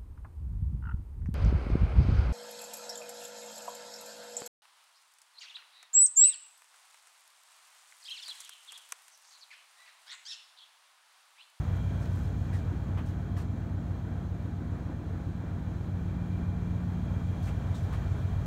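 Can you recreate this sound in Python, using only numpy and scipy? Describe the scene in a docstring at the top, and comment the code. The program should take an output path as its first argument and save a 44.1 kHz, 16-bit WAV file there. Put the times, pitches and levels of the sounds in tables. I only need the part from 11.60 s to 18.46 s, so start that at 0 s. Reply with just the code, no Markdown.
"""A low, throbbing hum, close beside a belt-driven furnace blower in a low brick basement.
Each lap of the belt shakes the casing; the motor buzzes, the burner rumbles, air rushes in the ducts
with a thin hiss and faint whistles. The microphone turns slowly, drifting away from the cabinet
and back. Now and then the shoes and clothing of the person turning scuff softly."""
import sys
import numpy as np
from scipy import signal
from scipy.fft import rfft, irfft, next_fast_len
from scipy.io import wavfile
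from scipy.ndimage import map_coordinates

SR = 44100
rng = np.random.default_rng(int(sys.argv[2]) if len(sys.argv) > 2 else 0)


def master(y):
    """Save y as 16-bit WAV."""
    cut = np.clip(np.atleast_2d(y).T, -1, 1)
    pcm = np.round(cut * 32767)  # scale
    wavfile.write(sys.argv[1], SR, pcm.astype(np.int16))


N = 302526

BELT_HZ, WHEEL_HZ, MAINS_HZ = 7.366, 11.342, 60
SHAFT_TURNS_PER_LAP, FIRST_THROB_S = 4, .13

# casing vibration, before microphone position: (order [multiple of the lap rate], level [dB])
CASING_ORDERS = [(5, -60), (8, -43), (9, -61), (10, -46), (11, -48), (12, -44), (13, -38), (14, -51),
                 (15, -57), (16, -57), (18, -53), (19, -46), (20, -53), (22, -56), (23, -54), (24, -42),
                 (27, -60), (29, -58), (30, -59), (31, -55), (32, -51), (36, -59), (40, -59)]
# standing-wave peaks on the microphone's path: (order [lap multiple], time [s], half-width [s], lift [dB])
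ANTINODE_PASSES = [(23, 0.11, 1, 12.5), (32, 1.5, 1.24, 6.5), (24, 4.98, 1.09, 7.5), (32, 5.42, 0.32, 8.5),
                   (29, 5.35, 0.47, 9.5), (23, 5.3, 1.3, 5.5)]
# motor buzz, before distance: (offset from twice the mains rate [shaft rates], level [dB])
BUZZ_SIDEBANDS = [(-2, -50.5), (0, -44.5), (1, -54.5)]
# blower wheel, before distance: (order [multiple of its turning rate], level [dB])
WHEEL_ORDERS = [(5, -57), (6, -56), (8, -45)]
# flame, duct drone, rushing air and hiss: (frequency [Hz], relative density [dB])
BURNER_SPECTRUM = [(15, -46), (27, -24), (34, -32), (42, 8.5), (55, -5.5), (90, 8), (130, -4.5), (190, -36),
                   (260, -38), (500, -55)]
DRONE_SPECTRUM = [(100, -45), (160, 5.5), (210, -1.5), (290, -0.5), (345, -5), (420, -18.5), (700, -21.5),
                  (1500, -102)]
AIR_SPECTRUM = [(150, -39), (330, 1), (430, 0.5), (700, -0.5), (950, -3.5), (1200, -6.5), (1500, -6.5),
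                (1800, -10.5), (2100, -16), (2800, -25), (5000, -45), (16000, -88)]
HISS_SPECTRUM = [(1000, -30), (2200, 1), (3000, 1), (4100, 2), (4900, -6), (5900, -4), (6700, -2.5),
                 (7700, -8.5), (8800, -9), (10000, -13.5), (12000, -13.5), (16000, -16.5)]
# microphone aim, high when it points at the furnace: (time [s], relative level [dB])
MIC_AIM = [(0.0, -60), (1.95, -67), (3.25, -66.5), (5.16, -65), (6.32, -60), (6.86, -61.5)]
# duct and grille resonances: (frequency [Hz], width [Hz], mid level [dB], time at loudest spot [s])
DUCT_RESONANCES = [(425, 30, -63.5, 6.6), (699, 11, -66.5, 2.4), (815, 14, -71, 2.4), (1534, 6, -74.5, .6),
                   (2366, 75, -71, 6.2), (3243, 150, -72.6, 6.7), (3975, 80, -84, 3), (6400, 220, -84, .3),
                   (7236, 120, -83.5, .2)]
# shoes on the floor: (time [s], length [s], ring [Hz], ring [dB], scrape [dB], grit [dB], fizz [dB])
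SHOE_SCUFFS = [(0.924, 0.074, 1880, -50, -58, -61, -71), (1.370, 0.038, 726, -51, -47, -78, -85),
               (1.763, 0.062, 1750, -55, -54.5, -59, -67), (5.867, 0.046, 2130, -57, -51, -61, -71),
               (6.141, 0.062, 3660, -58.5, -64, -59.5, -75), (6.323, .06, 1090, -47, -52.5, -64, -82)]
# clothing rubs: (time [s], length [s], fizz level [dB])
CLOTH_RUBS = [(0.166, 0.0079, -59.5), (0.4, 0.074, -70.5), (0.488, 0.21, -73.5), (1.453, 0.067, -71.5),
              (5.816, 0.076, -70), (6.228, 0.029, -68)]
# middle, upper and top bands of friction: (frequency [Hz], relative density [dB])
SCRAPE_SPECTRUM = [(200, -30), (600, -2.5), (1200, 4), (2100, -4.5), (3200, -8), (6000, -39)]
GRIT_SPECTRUM = [(1200, -30), (2600, -1), (4000, 0), (6500, -1), (9000, -3), (12000, -30)]
FIZZ_SPECTRUM = [(6000, -34), (9000, 1), (12000, 7), (16000, 0)]


def casing(laps, split_hz=145, waver_db=.58):
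    """The belt jolts the casing each lap; low orders grow up close, some upper ones stand in the room."""
    hum = np.zeros(N)
    for order, db in CASING_ORDERS:
        order = round(order)
        place_db = closeness_db() if order * BELT_HZ < split_hz else standing_wave_db(order)
        hum += amp(db + place_db + waver_db * wobble(.98)) * partial(order, laps, BELT_HZ)
    return hum


def belt_laps(creep_laps=.0032):
    """Laps the belt has run since its seam hit the pulley; it creeps a little."""
    return BELT_HZ * (clock() - FIRST_THROB_S) + creep_laps * wobble(.93)


def partial(order, turns, rate_hz):
    """One order of a rotation; those in the cabinet's boom line up once a turn, the rest scatter."""
    in_boom = 85 < order * rate_hz < 105
    return np.sqrt(2) * np.sin(2 * np.pi * order * turns) if in_boom else tone(order * turns)


def motor(laps):
    """Magnetic buzz swung by the rotor, and the driven wheel, whose tones beat against the belt's."""
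    buzz = sum(amp(db) * tone(2 * MAINS_HZ * clock() + round(side) * SHAFT_TURNS_PER_LAP * laps)
               for side, db in BUZZ_SIDEBANDS)
    turns = WHEEL_HZ * (clock() - FIRST_THROB_S)
    wheel = sum(amp(db) * partial(order, turns, WHEEL_HZ) for order, db in WHEEL_ORDERS)
    return amp(closeness_db()) * (buzz + wheel)


def burner(base_db=-45.5):
    """The flame rumbles inside the cabinet, louder up close."""
    return amp(base_db + closeness_db()) * noise(BURNER_SPECTRUM)


def ducts(laps, drone_db=-46, air_db=-50.5):
    """Air rushes louder facing the furnace, drones louder facing away; shaft and belt flutter both."""
    flutter = .13 * tone(SHAFT_TURNS_PER_LAP * laps) + .19 * tone(laps)
    drone = amp(drone_db - .58 * facing_db()) * (1 + flutter) * noise(DRONE_SPECTRUM)
    air_gain = amp(air_db + .46 * facing_db() + .86 * wobble(12)) * (1 + .3 * flutter)
    return drone + air_gain * duct_echoes(noise(AIR_SPECTRUM))


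def duct_echoes(air, echo_gain=.09):
    """Short echoes inside the sheet metal ripple the spectrum."""
    delays_s = rng.uniform(.004, .04, 8)
    return unit(air + echo_gain * sum(np.roll(air, round(s * SR)) for s in delays_s))


def hiss(base_db=-65.5):
    """A thin, even hiss beams forward from the furnace and dims as the microphone turns away."""
    return amp(base_db + .81 * facing_db() + .41 * wobble(9.2)) * noise(HISS_SPECTRUM)


def whistles(waver_db=1.5, swing_db=2.5, beamed_hz=2000):
    """Air sings in narrow resonances, each loudest at one spot on the path; high ones beam forward."""
    out = np.zeros(N)
    for centre_hz, width_hz, db, loudest_s in DUCT_RESONANCES:
        breath = unit(filtered(rng.standard_normal(N), lambda hz: resonance(hz, centre_hz, width_hz) ** 2))
        spot_db = swing_db * np.cos(2 * np.pi * (clock() - loudest_s) * SR / N)
        beam_db = .35 * facing_db() * (centre_hz > beamed_hz)
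        out += amp(db + spot_db + beam_db + waver_db * wobble(3.16)) * breath
    return out


def scuffs(grain_db=1.5, ring_width_hz=160, ring_s=.034):
    """Soles catch on the floor in tiny grains; each rings briefly at first contact."""
    scrape, grit, fizz = noise(SCRAPE_SPECTRUM), noise(GRIT_SPECTRUM), noise(FIZZ_SPECTRUM)
    grains = unit(amp(grain_db * wobble(500)))
    out = np.zeros(N)
    for start, length, ring_hz, ring_db, scrape_db, grit_db, fizz_db in SHOE_SCUFFS:
        ring = unit(filtered(rng.standard_normal(N), lambda hz: resonance(hz, ring_hz, ring_width_hz)))
        rub = amp(scrape_db) * scrape + amp(grit_db) * grit + amp(fizz_db) * fizz
        out += stroke(start, length) * grains * rub
        out += stroke(start, ring_s) * amp(ring_db) * ring
    return out


def rustles(grain_db=3.5, gritty_s=.06, grit_db=7):
    """A short flick of cloth is nearly all fizz; a longer rub gains grit."""
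    grit, fizz = amp(grit_db) * noise(GRIT_SPECTRUM), noise(FIZZ_SPECTRUM)
    out = np.zeros(N)
    for start, length, db in CLOTH_RUBS:
        rub = fizz + min(length / gritty_s, 1) * grit
        out += amp(db) * stroke(start, length) * rub
    return unit(amp(grain_db * wobble(500))) * out


def basement(x, wet_db=-9, t60_s=.22):
    """The cluttered brick room adds a short tail."""
    t = np.arange(SR // 2) / SR
    tail = rng.standard_normal(len(t)) * amp(-60 * t / t60_s)
    return x + amp(wet_db) * signal.fftconvolve(x, tail / np.linalg.norm(tail))[:N]


def closeness_db(farthest_s=3.39, far_db=-2.5, db_per_s=1.98):
    """Gain of the cabinet's sound as the microphone drifts away and comes back."""
    return far_db + db_per_s * np.abs(clock() - farthest_s)


def facing_db():
    """Gain, about its mean, from pointing the microphone at the furnace."""
    db = np.interp(clock(), *np.transpose(MIC_AIM))
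    return db - db.mean()


def standing_wave_db(order, node_db=-3.5):
    """Gain as the microphone crosses an order's antinodes between the walls; 0 if it has none."""
    lifts = [db * np.exp(-((clock() - s) / width) ** 2)
             for k, s, width, db in ANTINODE_PASSES if round(k) == order]
    return node_db + sum(lifts) if lifts else 0


def stroke(start, length, rise=.17):
    """Envelope of one rub: it swells over the share `rise` of its length, then fades."""
    progress = np.maximum(clock() - start, 0) / length
    return np.minimum(progress / rise, 1) * np.exp(-progress ** 3)


def amp(db):
    """Decibels to gain."""
    return 10 ** (np.asarray(db) / 20)


def unit(x):
    """Scale to rms 1."""
    return x / np.sqrt(np.mean(x ** 2) + 1e-20)


def clock():
    """The time of every sample."""
    return np.arange(N) / SR


def wobble(rate):
    """A smooth random curve, rate knots a second."""
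    knots = rng.standard_normal(int(N * rate / SR) + 4)
    return map_coordinates(knots, [clock() * rate], mode="nearest")


def filtered(x, response):
    """x shaped by a response of frequency."""
    size = next_fast_len(N + SR // 2)
    return irfft(rfft(x, size) * response(np.fft.rfftfreq(size, 1 / SR)), size)[:N]


def noise(spectrum):
    """Noise of rms 1 with the given spectral shape."""
    knots_hz, db = np.transpose(spectrum)
    shape = lambda hz: amp(np.interp(np.log(hz + 1), np.log(knots_hz), db))
    return unit(filtered(rng.standard_normal(N), shape))


def resonance(hz, centre_hz, width_hz):
    """Response of one damped mode, 1 at its centre."""
    return 1j * hz * width_hz / (centre_hz ** 2 - hz ** 2 + 1j * hz * width_hz)


def tone(cycles):
    """A sine of rms 1 that starts anywhere in its cycle."""
    return np.sqrt(2) * np.sin(2 * np.pi * (cycles + rng.random()))


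def scene():
    """The furnace close by, in mono; shoes and clothing carry the basement's tail."""
    laps = belt_laps()
    furnace = casing(laps) + motor(laps) + burner() + ducts(laps) + hiss() + whistles()
    return (furnace + basement(scuffs() + rustles()))[None]


def record(dry, notch_hz=10450, notch_width_hz=700, notch_depth=.38, top_hz=15800):
    """The microphone port has a dip in the treble; nothing passes above top_hz."""
    port = lambda hz: (1 - notch_depth * resonance(hz, notch_hz, notch_width_hz)) * (hz < top_hz)
    return filtered(dry[0], port)[None]


dry = scene()
out = record(dry)
master(out)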